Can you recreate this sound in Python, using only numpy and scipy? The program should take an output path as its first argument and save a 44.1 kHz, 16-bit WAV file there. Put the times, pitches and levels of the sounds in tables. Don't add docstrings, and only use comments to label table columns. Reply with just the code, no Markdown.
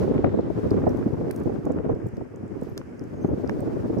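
import sys
import numpy as np
from scipy import signal
from scipy.fft import rfft, irfft
from scipy.io import wavfile
from scipy.ndimage import uniform_filter1d

SR = 44100
rng = np.random.default_rng(int(sys.argv[2]) if len(sys.argv) > 2 else 0)


def rack_gain(trim_db):
    fader = np.asarray(trim_db, float)
    return 10 ** (fader / 20)


def to_wav(s):
    ch = np.atleast_2d(s).T
    pcm = np.round(np.clip(ch, -1, 1) * 32767)
    wavfile.write(sys.argv[1], SR, pcm.astype(np.int16))


N = 176400

CLOTH_ALIKE = 0.27
RIGHT_LAG = 7


def in_time(rows):
    times, *columns = np.transpose(rows)
    seconds = np.arange(N) / SR
    return [np.interp(seconds, times, column) for column in columns]


def rms_one(x):
    return x / np.sqrt(np.mean(x ** 2) + 1e-20)


def colour(x, points):
    hz, db = np.transpose(points)
    bins_hz = np.arange(N // 2 + 1) * SR / N + 1
    gain_db = np.interp(np.log(bins_hz), np.log(hz), db, right=-90)
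    return rms_one(irfft(rfft(x) * rack_gain(gain_db), N))


def drift(rate_hz):
    pole = np.exp(-80 * np.pi * rate_hz / SR)
    noise = rng.standard_normal(N // 40 + 2002)
    slow = signal.lfilter([1], [1, -2 * pole, pole * pole], noise)[2000:]
    return np.interp(np.arange(N) / 40, np.arange(len(slow)), rms_one(slow - slow.mean()))


def lump():
    swell = drift(19)
    longest_s = 0.15
    return np.tanh(swell - uniform_filter1d(swell, size=int(longest_s * SR)))


def ring(x, hz, t60_s):
    radius, angle = rack_gain(-60 / (t60_s * SR)), 2 * np.pi * hz / SR
    y = signal.lfilter([1, 0, -1], [1, -2 * radius * np.cos(angle), radius * radius], x)
    return y / np.abs(y).max()


def add(out, start_s, piece):
    i = max(int(start_s * SR), 0)
    out[..., i:i + piece.shape[-1]] += piece[..., :N - i]


def pair(alike):
    mid, side = rng.standard_normal((2, N))
    alike = np.clip(alike, 0, 1)
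    return np.sqrt(1 + alike) * mid + np.sqrt(1 - alike) * side * [[1], [-1]]


def traffic():
    # (frequency [Hz], level [dB])
    hum_colour = [(300, -9), (1600, -4.5), (2400, -11.5), (3200, -23.5), (3700, -40), (5000, -22.5),
                  (9200, -30.5), (16000, -42)]
    # (frequency [Hz], level [dB])
    tyre_colour = [(1500, -24.5), (2800, -3.5), (3800, -4.5), (5000, -11.5), (8000, -21)]
    hum_db, car_db, car_loss_db, car_fade_s, alike = -57.5, -63, 22.5, 0.92, 0.076
    away = 1 / (1 + np.exp((car_fade_s - np.arange(N) / SR) / 0.22))
    car_swell_db, hum_swell_db = 1.2 * drift(5), 1.2 * drift(2.4)
    car = rack_gain(car_db - car_loss_db * away + car_swell_db) * colour(pair(alike), tyre_colour)
    hum = rack_gain(hum_db + hum_swell_db) * colour(pair(alike), hum_colour)
    return car + hum


def squeaks():
    # (time [s], length [s], level [dB], start pitch [Hz], end pitch [Hz])
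    squeak_list = [(1.885, 0.041, -82, 6300, 6300), (2.14, 0.026, -77, 6300, 6400),
                   (2.675, 0.037, -78, 6350, 6300), (2.70, .05, -81, 11700, 11600),
                   (2.685, .02, -70, 12400, 11800), (2.965, 0.021, -78, 6500, 6560),
                   (3.125, 0.066, -78.5, 6600, 6500), (3.21, 0.045, -68, 6100, 6530),
                   (3.258, 0.037, -70.5, 6500, 6130), (3.27, .03, -73, 12450, 11900),
                   (3.40, 0.022, -80, 11800, 12300)]
    out, octave_db = np.zeros(N), -14
    jitter = 0.011 * drift(150)
    rough = rack_gain(3.5 * drift(90))
    for start_s, length_s, level_db, start_hz, end_hz in squeak_list:
        u, i = np.linspace(0, 1, int(length_s * SR)), int(start_s * SR)
        now = slice(i, i + len(u))
        glide_hz = (start_hz + (end_hz - start_hz) * u) * (1 + jitter[now])
        phase = 2 * np.pi * np.cumsum(glide_hz) / SR
        octave = rack_gain(octave_db) * (start_hz < 8000) * np.sin(2 * phase)
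        swell = np.sin(np.pi * u) ** .5
        add(out, start_s, rack_gain(level_db + 4) * swell * rough[now] * (np.sin(phase) + octave))
    return out


def clip_ticks():
    # (time [s], peak [dB], pitch [Hz], bright edge against body [dB])
    tick_list = [(0.142, -59.5, 6000, 11), (0.409, -50, 4200, -24), (0.7055, -39, 4400, -16),
                 (0.7081, -35, 5100, -9.5), (0.893, -40.5, 5500, -1), (0.904, -51.5, 5970, 4),
                 (0.972, -52.5, 6030, 6.5), (1.135, -52.5, 6000, -13), (1.311, -36.5, 5140, 9.5),
                 (1.362, -48.5, 6000, 10.5), (1.4004, -52.5, 7200, 2), (1.436, -56, 6920, 8),
                 (1.46, -61, 7070, -10), (1.6534, -44.5, 7100, -3), (1.718, -52.5, 7100, -2.5),
                 (1.721, -45.5, 7040, -15), (1.95, -50, 5240, -13), (2.068, -51.5, 7250, -9),
                 (2.086, -48, 7250, -6), (2.169, -43, 5300, -31), (2.36, -47.5, 7200, -26),
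                 (2.4796, -52, 7600, -17), (2.613, -45.5, 8300, -12.5), (2.634, -63.5, 7160, 18.5),
                 (2.7772, -34.5, 4500, -26), (2.7772, -26, 5800, -24), (2.797, -60.5, 5500, 6.5),
                 (2.9942, -41.5, 5650, -18), (3.039, -49, 6300, -10.5), (3.475, -38, 4670, -31),
                 (3.4945, -36.5, 5560, -7), (3.592, -55, 8600, -9), (3.6052, -45, 8140, 5),
                 (3.986, -42, 5460, -18)]
    knock_s, body_t60_s, edge_hz, edge_t60_s = 0.00045, 0.0025, 9400, 0.0004
    tail_db, tail_t60_s = -25.5, 0.095
    out, t = np.zeros((2, N)), np.arange(int(.2 * SR)) / SR
    knock = (t / knock_s) ** 2 * np.exp(2 - t / knock_s * 2)
    tail = rack_gain(tail_db - 60 * t / tail_t60_s)
    for start_s, peak_db, pitch_hz, edge_db in tick_list:
        shared = knock * rng.standard_normal(len(t))
        echo, own = rng.standard_normal((2, 2, len(t)))
        burst = np.array([shared, np.roll(shared, RIGHT_LAG)]) + tail * echo
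        body = ring(burst + .4 * knock * own, pitch_hz, body_t60_s)
        edge = ring(burst + .8 * knock * own, edge_hz, edge_t60_s)
        add(out, start_s, rack_gain(peak_db) * (body + rack_gain(edge_db) * edge))
    return out


def swishes():
    # (time [s], length [s], level [dB])
    swish_list = [
        (0.704, .05, -77.5),
        (0.883, .045, -70.5),
        (0.953, 0.083, -71.5),
        (1.117, .06, -78.5),
        (1.313, 0.07, -63.5),
        (1.345, 0.12, -67),
        (2.063, 0.04, -69),
        (2.6, 0.065, -75),
        (3.572, .09, -76.5),
    ]
    envelope, noise = np.zeros(N), pair(CLOTH_ALIKE)
    for start_s, length_s, level_db in swish_list:
        u = np.linspace(0, 1, int(length_s * SR))
        add(envelope, start_s, rack_gain(level_db) * np.minimum(u * 8, 1) * (1 - u))
    crackle = rms_one(uniform_filter1d(noise.sum(axis=0), size=SR // 400))
    grain = rack_gain(4 * crackle)
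    bright = signal.butter(2, [9000, 16500], "band", fs=SR, output="sos")
    return envelope * grain * rms_one(signal.sosfilt(bright, noise))


def rustle():
    # (time [s], level [dB])
    flutter = [(0, -61), (.15, -73), (.27, -79), (.45, -83), (.6, -69), (.95, -71), (1.2, -73.5),
               (1.3, -72), (1.55, -72), (2.0, -87), (2.5, -82.5), (2.65, -71), (2.95, -83), (3.2, -76.5),
               (3.4, -72), (3.6, -69), (4, -70.5)]
    # (frequency [Hz], level [dB])
    rustle_colour = [(2500, 0.5), (3800, -3), (4800, 0), (6400, -4), (8500, -10), (12500, -11.5),
                     (16200, -10)]
    flutter_db, = in_time(flutter)
    return colour(pair(CLOTH_ALIKE), rustle_colour) * rack_gain(6.5 + flutter_db + 1.5 * drift(14))


def snaps():
    # (time [s], peak [dB], pitch [Hz])
    snap_list = [(0.1789, -28, 1290), (0.2439, -20, 1190), (0.292, -34.5, 1400), (0.469, -47, 800),
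                 (0.7149, -28, 1010), (1.027, -28, 790), (1.307, -30, 1660), (1.311, -35, 1980),
                 (1.667, -36, 700), (1.7856, -32, 1200), (2.7744, -40, 1150), (2.777, -28.5, 2400),
                 (2.8145, -29.5, 850), (3.2459, -14.5, 435), (3.444, -33, 1200), (3.4945, -19, 1220)]
    snap_cycles, kick_s = 2.5, 0.00085
    out, t = np.zeros((2, N)), np.arange(int(.02 * SR)) / SR
    dull = signal.butter(4, 2600, fs=SR, output="sos")
    for start_s, peak_db, pitch_hz in snap_list:
        noise = rng.standard_normal(len(t))
        kick = (0.53 * noise - 1) * t * np.exp(-t / kick_s)
        snap = ring(signal.sosfilt(dull, kick), pitch_hz, snap_cycles / pitch_hz)
        add(out, start_s, rack_gain(peak_db) * np.array([snap, np.roll(snap, RIGHT_LAG)]))
    return out


def wind():
    # (time [s], level [dB])
    gusts = [(0, -25), (.3, -27), (.5, -33), (.68, -26.5), (.9, -24.5), (1.05, -31), (1.4, -31), (1.6, -33),
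             (1.92, -29.5), (2.02, -37.5), (2.3, -42.5), (2.55, -37), (2.88, -42.5), (3.21, -35.5),
             (3.25, -33), (4, -30)]
    # (frequency [Hz], level [dB])
    wind_colour = [(25, -26), (100, 0.5), (180, -3), (250, -0.5), (420, -3.5), (700, -18.5), (1500, -31.5),
                   (4000, -59.5)]
    split_hz = [173, 640]
    eddies_per_s, eddy_spread_db, lump_db = 1200, 2.5, 4
    gust_db, = in_time(gusts)
    shared, out = lump(), []
    cuts = [(split_hz[0], "low"), (split_hz, "band"), (split_hz[1], "high")]
    for port in range(2):
        own, total = lump(), 0
        for cut_hz, kind in cuts:
            strength = rack_gain(eddy_spread_db * np.minimum(rng.exponential(1, N), 5))
            push_or_pull = rng.choice([-1, 1], N)
            eddies = strength * push_or_pull * (rng.random(N) < eddies_per_s / SR)
            lumps = rack_gain(lump_db * (0.59 * shared + 0.83 * own + 0.61 * lump()))
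            size_band = signal.butter(2, cut_hz, kind, fs=SR, output="sos")
            total = total + signal.sosfilt(size_band, eddies * lumps)
        out.append(colour(total, wind_colour) * rack_gain(3 + gust_db))
    return np.array(out)


def buffets():
    # (time of the crest [s], peak [dB], pitch [Hz])
    left_eddies = [(0.005, -19, 345), (0.082, -16.5, 415.2), (0.112, -13.5, 261), (0.197, -20.5, 355),
                   (0.246, -5.5, 479), (0.284, -19.0, 355), (0.346, -13.5, 306), (0.396, -13, 355),
                   (0.477, -30, 355), (0.504, -12, 390), (0.66, -17, 422), (0.717, -7.5, 355),
                   (0.748, -21, 351), (0.843, -23, 479), (0.878, -9.5, 360), (0.953, -25, 306),
                   (1.067, -12, 227), (1.135, -15.5, 125), (1.145, -20.1, 265), (1.215, -18.5, 352),
                   (1.253, -24, 306), (1.475, -11, 327), (1.502, -28, 306), (1.673, -12, 272),
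                   (1.704, -16, 306), (1.77, -30.5, 263), (1.8, -16.5, 352), (1.846, -17.5, 407),
                   (1.901, -16.5, 403), (1.933, -30, 350), (2.066, -18, 122), (2.181, -21.5, 272),
                   (2.216, -23.5, 340), (2.395, -36, 302), (2.436, -25.0, 195.8), (2.626, -22, 357),
                   (2.628, -26, 122), (3.015, -23, 257), (3.249, -9, 263), (3.289, -18, 263),
                   (3.317, -17.5, 300), (3.399, -22, 395), (3.446, -14, 264), (3.526, -22, 310),
                   (3.621, -21, 107), (3.683, -23.5, 258), (3.771, -16, 347), (3.857, -31, 262),
                   (3.906, -14, 300), (3.99, -14, 230)]
    # (time of the crest [s], peak [dB], pitch [Hz])
    right_eddies = [(0.02, -15, 347), (0.081, -14.9, 407), (0.114, -12.5, 270), (0.192, -16.0, 428),
                    (0.247, -9.5, 355), (0.346, -10, 303), (0.394, -10.5, 270), (0.5, -38, 302),
                    (0.66, -25, 306), (0.719, -12, 360), (0.745, -13.5, 350), (0.785, -17, 355),
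                    (0.84, -17, 350), (0.869, -8, 420), (0.947, -14, 200), (1.065, -11.5, 227),
                    (1.081, -23, 479), (1.146, -19, 403), (1.193, -25, 405), (1.275, -21, 308),
                    (1.302, -21, 413), (1.46, -11.5, 259), (1.498, -15, 355), (1.668, -14, 460),
                    (1.707, -10.5, 368), (1.867, -18, 148), (1.896, -12, 382), (1.937, -29, 300),
                    (1.963, -20.5, 353), (2.067, -21.5, 295), (2.182, -22.5, 249.4), (2.223, -19.5, 250),
                    (2.396, -37, 364), (2.44, -26, 169), (2.51, -36, 300), (2.559, -26, 347),
                    (2.599, -34, 262), (2.626, -18, 263), (2.672, -25.5, 300), (3.251, -13, 260),
                    (3.294, -21.0, 412), (3.328, -19, 330), (3.571, -25.5, 263), (3.605, -25.5, 412),
                    (3.634, -19, 355), (3.681, -20.4, 297), (3.744, -19, 308), (3.856, -19.5, 263),
                    (3.905, -18.5, 300), (3.979, -13, 260)]
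    # (time of the crest [s], peak [dB])
    thump_list = [(0.279, -22), (.52, -25.5), (0.719, -20), (1.469, -22), (1.591, -24), (1.94, -18.5),
                  (2.049, -25.5), (2.141, -26), (2.72, -27), (3.31, -19.5), (3.335, -18.5), (3.55, -24.5)]
    cluster_s, ring_cycles, thump_hz, thump_t60_s, thump_db = 0.012, 3.5, 107, 0.053, -16.5
    out, t = np.zeros((2, N)), np.arange(int(.08 * SR)) / SR
    soft = signal.butter(3, 520, fs=SR, output="sos")
    cluster = t ** 2 * np.exp(-t / (cluster_s / 4))
    thumps = [(crest_s, peak_db, thump_hz) for crest_s, peak_db in thump_list]
    for port, eddies in zip(out, (list(left_eddies) + thumps, list(right_eddies) + thumps)):
        for crest_s, peak_db, pitch_hz in eddies:
            kicks = signal.sosfilt(soft, rng.standard_normal(len(t)) * cluster)
            thump = rack_gain(thump_db) * ring(kicks, thump_hz, thump_t60_s)
            piece = ring(kicks, pitch_hz, ring_cycles / pitch_hz) + thump
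            power = uniform_filter1d(piece ** 2, size=int(SR / pitch_hz))
            rise_s = np.argmax(power) / SR
            add(port, crest_s - rise_s, piece * rack_gain(peak_db + 1))
    return out


def scene():
    far = traffic() + squeaks() + clip_ticks() + swishes() + rustle() + snaps()
    right_louder_db = 1
    return far * rack_gain(right_louder_db * np.array([[-.5], [.5]])) + wind() + buffets()


def roll_off(x):
    return signal.sosfilt(signal.butter(12, 15870, fs=SR, output="sos"), x)


def record(dry):
    return roll_off(dry)


dry = scene()
out = record(dry)
to_wav(out)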